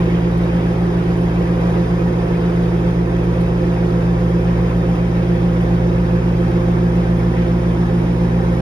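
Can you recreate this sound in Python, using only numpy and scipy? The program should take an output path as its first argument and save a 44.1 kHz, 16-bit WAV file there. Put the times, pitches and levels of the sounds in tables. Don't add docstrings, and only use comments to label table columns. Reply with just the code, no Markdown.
import sys
import numpy as np
from scipy import signal
from scipy.fft import rfft, irfft, next_fast_len
from scipy.io import wavfile
from scipy.ndimage import uniform_filter1d, map_coordinates

SR = 44100
rng = np.random.default_rng(int(sys.argv[2]) if len(sys.argv) > 2 else 0)


def unload_wav(signal):
    wavfile.write(
        sys.argv[1],
        SR,
        np.round(np.clip(np.atleast_2d(signal).T, -1, 1) * 32767).astype(np.int16),
    )


N = 379701
TIME_S = np.arange(N) / SR
MAINS_HZ, SHAFT_HZ = 59.922, 43.108
BLADES, THROB_HARMONIC = 4, 3

# frequency in Hz, likeness 0-1, left minus right in dB, right phase lead in rad.
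STEREO_FIELD = [(60, .97, 0, .03), (200, .96, -.6, .12), (345, .92, -5.2, .1), (430, .7, -6.2, .27),
                (520, .68, -4.2, .5), (600, .5, -1, 1.7), (680, .1, -3, 1.5), (770, .27, 0, .2),
                (870, .1, -3, 1.2), (1120, .53, -1.5, 2.5), (1500, .35, -1, 2.3), (1800, .37, 0, 1.5),
                (2060, .06, 0, 1.8), (2200, .27, 0, 4.2), (2800, .68, -.4, 4.1), (4300, .32, -.6, 5),
                (5300, .68, 0, 5.1), (6400, .74, 0, 4.2), (7500, .92, 0, 3.1), (10400, .85, 0, 0),
                (13200, .92, 0, -3.1)]
# frequency in Hz, relative density in dB.
AIR_SPECTRUM = [(20, -24), (45, -7), (110, -6), (145, -2.5), (170, -.5), (210, -6), (290, -7.2),
                (430, -6.7), (560, -7.5), (620, -10.3), (800, -10.2), (990, -13.3), (1200, -14.4),
                (1400, -17.5), (1750, -17.8), (2000, -21.2), (2500, -23.4), (2850, -27.4), (3200, -27.7),
                (4100, -34.9), (5500, -39.9), (6700, -40.6), (7600, -46.5), (8800, -45.6), (10000, -46.2),
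                (12000, -46.2), (14000, -52.5)]
# centre in Hz, width in Hz, lift in dB.
CASE_MODES = [(147, 14, 3), (341, 36, 9.5), (377, 18, 3.5), (488, 22, 5.5), (512, 22, 8.2), (548, 24, 3.5),
              (603, 20, 2.5), (660, 30, 2.8), (695, 28, 3.5), (785, 30, 2), (1068, 55, 3.5), (1285, 50, 5),
              (1480, 70, 2), (1820, 70, 2), (2200, 160, 2), (2480, 60, 2.5), (2630, 50, 3), (3790, 130, 3)]
# frequency in Hz, depth in dB.
GRAIN_DEPTH = [(500, .8), (1100, 1.2), (1900, 2.5), (4000, 2.8), (10000, 2)]
# centre in seconds, change in dB, 1/e half-width in seconds.
AIR_SURGES = [(1.68, 1.5, 0.13), (3.058, -1.9, 0.1)]
# centre in seconds, level in dB, Gaussian sigma in seconds.
ROLLER_RUBS = [(.12, -42, .14), (.6, -44.5, .12), (1.04, -45, .08), (2.39, -45.5, 0.07), (5.3, -44, .2),
               (7.05, -44.5, .05), (7.42, -40.5, 0.087)]
# frequency in Hz, relative density in dB.
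RUB_SPECTRUM = [(900, -22), (1600, -4), (2000, 0), (2600, -2), (3400, -7), (4500, -22), (9000, -40)]
# time in seconds, gain in dB.
PLATE_TICKS = [(.377, -48.5), (.82, -51), (1.168, -49.5), (1.21, -50.5), (3.234, -53), (3.405, -47),
               (4.29, -51), (5.609, -50.5), (6.955, -53), (7.174, -54.5)]
# frequency in Hz, relative density in dB.
TICK_SPECTRUM = [(1500, -23), (5000, -3.5), (12000, 5), (15000, -4)]
# mains harmonic, level after the step in dB.
WHINE_LINES = [(166, -76), (168, -79), (170, -71), (172, -79)]
# frequency in Hz, relative density in dB.
SIZZLE_SPECTRUM = [(1000, -14), (2500, 0), (4300, -8), (6300, -6), (8000, -16), (12000, -24)]
# centre in Hz, width in Hz, starting level in dB, drift in dB per second.
PANEL_MODES = [(940, 22, -56, 1), (1635, 20, -55, -.5), (1900, 20, -57, -.4), (3120, 25, -61, -1.1),
               (4850, 55, -57.7, -.55), (5040, 150, -68.5, .6), (5265, 50, -66, .35), (5810, 60, -71, -.3),
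               (6280, 60, -69.5, .2)]
# frequency in Hz, base line level in dB.
BUZZ_SPECTRUM = [(1000, -64), (1900, -65), (2500, -66), (2800, -70), (3500, -70), (4200, -78), (5100, -75),
                 (5800, -79), (6300, -76), (6900, -85), (8800, -83), (12000, -90), (14000, -100)]
# mains harmonic, lift in dB.
BUZZ_LIFTS = [(42, 3), (52, 7), (58, 3), (64, 6), (81, 7), (86, 5), (88, 6)]
# frequency in Hz, level in dB.
MOTOR_TONES = [(66.3, -47), (83.2, -42.5), (162.95, -37)]
# shaft order, level in dB, left minus right in dB.
FAN_ORDERS = [(1, -35, -.3), (2, -48, 0), (3, -45.5, -2.6), (4, -18.5, -.2), (5, -50, -1.8),
              (8, -33.9, -5.3), (9, -40.2, -4.3), (12, -36.7, -3.7), (18, -51, 5)]
# time in seconds, shaft rate in Hz.
FAN_SPEED = [(.2, 43.088), (1.25, 43.158), (1.9, 43.068), (3.2, 43.123), (4.3, 43.068), (5.1, 43.12),
             (7.4, 43.16), (8.3, 43.096)]
# time in seconds, change in dB.
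BLADE_SINGING = [(0, -4), (.55, 2.5), (1, -2.5), (2.1, -1), (2.9, -6), (3.95, 3.5), (4.4, 0), (5.6, 1),
                 (6.35, 5.5), (6.9, -3.5), (7.4, 0), (8.15, -4), (8.6, 1.5)]
# mains harmonic, level in dB, left minus right in dB,
# swing either way over a plate turn in dB, crest time in seconds.
HUM_HARMONICS = [(1, -25.1, 0.2, 1.6, 5.9), (2, -22.7, -1.6, 1.2, 6.2), (3, -29.2, 0.3, 0.8, 7.6),
                 (4, -35.8, -2.6, 5.3, 8.5), (5, -34.6, -1.5, 1.4, 2.2), (6, -32.5, -7.5, 0.4, 5.2),
                 (7, -39.2, -2.9, 3.9, 2.1), (8, -42.9, -4.6, 5.1, 3.4), (9, -47.5, -0.8, 2.2, 3.4),
                 (10, -51.5, 0.5, 4.1, 2.7), (11, -53.3, -6.6, 1.6, 2.9), (12, -52.6, -5.9, 3.5, 0.1),
                 (14, -53.7, -4.3, 2.2, 9.4), (15, -52.5, 3.1, 1.5, 0.8), (16, -52.4, 2.5, 1.7, 11.5)]
# time in seconds, change in dB.
THROB_SWELL = [(1.2, -.5), (1.7, 3), (2.5, -3), (2.9, 1), (3.3, -3), (3.7, 0), (4, -1), (5.2, 2), (5.8, 0),
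               (7.2, 1.5), (8.6, 0)]


def amp(db):
    return 10 ** (np.asarray(db) / 20)


def unit(x):
    return x / np.sqrt(np.mean(x ** 2) + 1e-20)


def along(points, hz):
    knots_hz, *columns = np.transpose(points)
    return [np.interp(np.log(hz + 1), np.log(knots_hz + 1), column) for column in columns]


def curve(points):
    return np.interp(TIME_S, *np.transpose(points))


def cycle(period_s, crest_s):
    return np.cos(2 * np.pi * (TIME_S - crest_s) / period_s)


def wobble(rate_hz):
    coarse = np.arange(0, N + 256, 256)
    knots = rng.standard_normal(400)
    return np.interp(np.arange(N), coarse, map_coordinates(knots, [coarse * rate_hz / SR], mode="wrap"))


def sides(balance_db):
    return amp(np.array([[1], [-1]]) * balance_db / 2)


def tone(phase_rad, hz, balance_db, random_start=True):
    lead_rad = along(STEREO_FIELD, hz)[2]
    start_rad = random_start * rng.uniform(0, 2 * np.pi)
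    return np.sqrt(2) * sides(balance_db) * np.sin(phase_rad + start_rad + np.array([[0], [lead_rad]]))


def standing_waves(hz, spacing_hz=22, depth_db=1.5):
    grid_hz = np.arange(1024) * spacing_hz
    ripple = [np.interp(hz, grid_hz, row) for row in rng.standard_normal((2, len(grid_hz)))]
    return amp(depth_db * np.array(ripple))


def room_noise(spectrum, modes=(), envelope=1):
    size = next_fast_len(N)
    hz = np.fft.rfftfreq(size, 1 / SR)
    likeness, balance_db, lead_rad = along(STEREO_FIELD, hz)
    spread_rad = np.arccos(np.clip(likeness, 0, 1)) / 2
    noise = rng.standard_normal((2, N)) * envelope
    mid, side = rfft(noise, size) * [np.cos(spread_rad), np.sin(spread_rad)]
    pair = np.array([mid + side, (mid - side) * np.exp(1j * lead_rad)]) * sides(balance_db)
    lift_db = sum(db / (1 + (2 * (hz - mode_hz) / width_hz) ** 2) for mode_hz, width_hz, db in modes)
    colour = amp(along(spectrum, hz)[0] + lift_db)
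    ripple = standing_waves(hz) ** np.sin(2 * spread_rad)
    low_cut = hz ** 2 / (hz ** 2 + 10 ** 2)
    return irfft(pair * colour * ripple * low_cut, size)[:, :N]


def surge_db():
    return sum(db * np.exp(-((TIME_S - at_s) / half_s) ** 2) for at_s, db, half_s in AIR_SURGES)


def fine_grain(rush):
    hz, _, spectra = signal.stft(rush, SR, nperseg=1024)
    patches = uniform_filter1d(rng.standard_normal(spectra.shape[1:]), size=3, axis=0)
    patches = uniform_filter1d(patches, size=2, axis=1)
    gain = amp(along(GRAIN_DEPTH, hz)[0][:, None] * unit(patches))
    gain /= np.sqrt(np.mean(gain ** 2, axis=1, keepdims=True))
    return signal.istft(spectra * gain, nperseg=1024)[1][:, :N]


def air(start_db=-24, fall_db_per_s=0.0872, flutter_db=0.43):
    rush = room_noise(AIR_SPECTRUM, CASE_MODES)
    flow_db = start_db - fall_db_per_s * TIME_S + surge_db() + flutter_db * wobble(18)
    return amp(flow_db) * unit(fine_grain(rush))


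def roller_rubs(grain_db=2):
    pressure = sum(amp(db) * np.exp(-((TIME_S - at_s) / sigma_s) ** 2 / 2)
                   for at_s, db, sigma_s in ROLLER_RUBS)
    friction = room_noise(RUB_SPECTRUM)
    return pressure * unit(amp(grain_db * wobble(60)) * friction)


def plate_ticks(t60_s=0.13, rise_s=0.0028, stray_count=4, stray_db=-58, scatter_db=2.5):
    age_s = np.arange(SR // 10) / SR
    attack = 1 - np.exp(-age_s / rise_s)
    strays = [(rng.uniform(rise_s, N / SR), rng.normal(stray_db, scatter_db)) for _ in range(stray_count)]
    envelope = np.zeros(N + SR)
    for at_s, db in list(PLATE_TICKS) + strays:
        start = round((at_s - rise_s) * SR)
        envelope[start:start + len(age_s)] += amp(db - 60 * age_s / t60_s) * attack
    return envelope[:N] * unit(room_noise(TICK_SPECTRUM))


def whine(mains_rad, waver_db=2, blur_rad=.5, step_db=7, step_at_s=6.95, rise_s=.25):
    lines = sum(amp(db + waver_db * wobble(6))
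                * tone(k * mains_rad + blur_rad * wobble(25), k * MAINS_HZ, 0) for k, db in WHINE_LINES)
    risen = np.clip((TIME_S - step_at_s) / rise_s + .5, 0, 1)
    return amp(step_db * (risen - 1)) * lines


def sizzle(mains_rad, chatter_db=-55, sharpness=.85, throb_db=0.5):
    bursts = np.exp(sharpness * sum(np.cos(k * mains_rad) for k in (2, 6, 8)) / 4)
    chatter = unit(room_noise(SIZZLE_SPECTRUM, envelope=bursts))
    rings = np.zeros((2, N))
    for hz, width_hz, db, drift_db_per_s in PANEL_MODES:
        ring = signal.lfilter(*signal.iirpeak(hz, hz / width_hz, SR), chatter)
        rings += amp(db + drift_db_per_s * TIME_S) * unit(ring)
    throb = np.cos(THROB_HARMONIC * mains_rad - BLADES * shaft_angle_rad())
    return amp(surge_db() + throb_db * throb) * (amp(chatter_db) * chatter + rings)


def buzz(mains_rad, odd_db=-8, scatter_db=2, shift_rad=0.92, cycle_samples=8192):
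    k = np.arange(1, 230)
    lift_db = sum(db * (k == harmonic) for harmonic, db in BUZZ_LIFTS)
    line_db = along(BUZZ_SPECTRUM, k * MAINS_HZ)[0] + odd_db * (k % 2) + lift_db
    index = (mains_rad / (2 * np.pi) % 1 * cycle_samples).astype(int) % cycle_samples
    seat_rad = np.pi / 4 + shift_rad * wobble(5)
    out = np.zeros((2, N))
    for share in (np.cos(seat_rad), np.sin(seat_rad)):
        gains = amp(line_db + scatter_db * rng.standard_normal((2, len(k))))
        lines = gains * np.exp(2j * np.pi * rng.random((2, len(k))))
        one_cycle = irfft(np.pad(lines, ((0, 0), (1, 0))), cycle_samples, norm="forward") / np.sqrt(2)
        out += share * one_cycle[:, index]
    return out


def shaft_angle_rad(first_throb_s=.016):
    beat_hz = THROB_HARMONIC * MAINS_HZ - BLADES * SHAFT_HZ
    return 2 * np.pi * (np.cumsum(curve(FAN_SPEED)) / SR + beat_hz * first_throb_s / BLADES)


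def fan(slip_rad=0.025, flutter_db_per_order=0.1337, sway_db=.5):
    shaft_rad = shaft_angle_rad() + slip_rad * wobble(4)
    singing_db = curve(BLADE_SINGING)
    swell_db = {BLADES: sway_db * cycle(period_s=1.39, crest_s=2.7) + 0.76 * surge_db(),
                2 * BLADES: -.2 * singing_db,
                3 * BLADES: singing_db}
    out = np.zeros((2, N))
    for k, db, balance_db in FAN_ORDERS:
        gain = amp(db + swell_db.get(k, 0) + flutter_db_per_order * k * wobble(9))
        out += gain * tone(k * shaft_rad, k * SHAFT_HZ, balance_db, random_start=k != BLADES)
    return out + sum(amp(db) * tone(2 * np.pi * hz * TIME_S, hz, 0) for hz, db in MOTOR_TONES)


def transformer(mains_rad, turn_s=12, sway_db=1.1, flutter_db=0.58, flutter_tilt_db=-0.7):
    swell_db = {1: sway_db * cycle(period_s=1.4, crest_s=1.7), THROB_HARMONIC: curve(THROB_SWELL)}
    out = np.zeros((2, N))
    for k, db, balance_db, swing_db, crest_s in HUM_HARMONICS:
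        load_db = swing_db * cycle(turn_s, crest_s)
        waver_db = (flutter_db + flutter_tilt_db * k / len(HUM_HARMONICS)) * wobble(5)
        gain = amp(db + load_db + swell_db.get(k, 0) + waver_db)
        out += gain * tone(k * mains_rad, k * MAINS_HZ, balance_db, random_start=k != THROB_HARMONIC)
    return out


def scene():
    mains_rad = 2 * np.pi * MAINS_HZ * TIME_S
    drone = transformer(mains_rad) + fan() + air()
    return drone + buzz(mains_rad) + sizzle(mains_rad) + whine(mains_rad) + roller_rubs() + plate_ticks()


def record(dry, fade_s=.003, cutoff_hz=14450):
    fade = np.minimum(np.minimum(TIME_S, TIME_S[::-1]) / fade_s, 1)
    size = next_fast_len(N + SR // 2)
    passband = np.fft.rfftfreq(size, 1 / SR) < cutoff_hz
    return irfft(rfft(dry * fade, size) * passband, size)[..., :N]


dry = scene()
out = record(dry)
unload_wav(out)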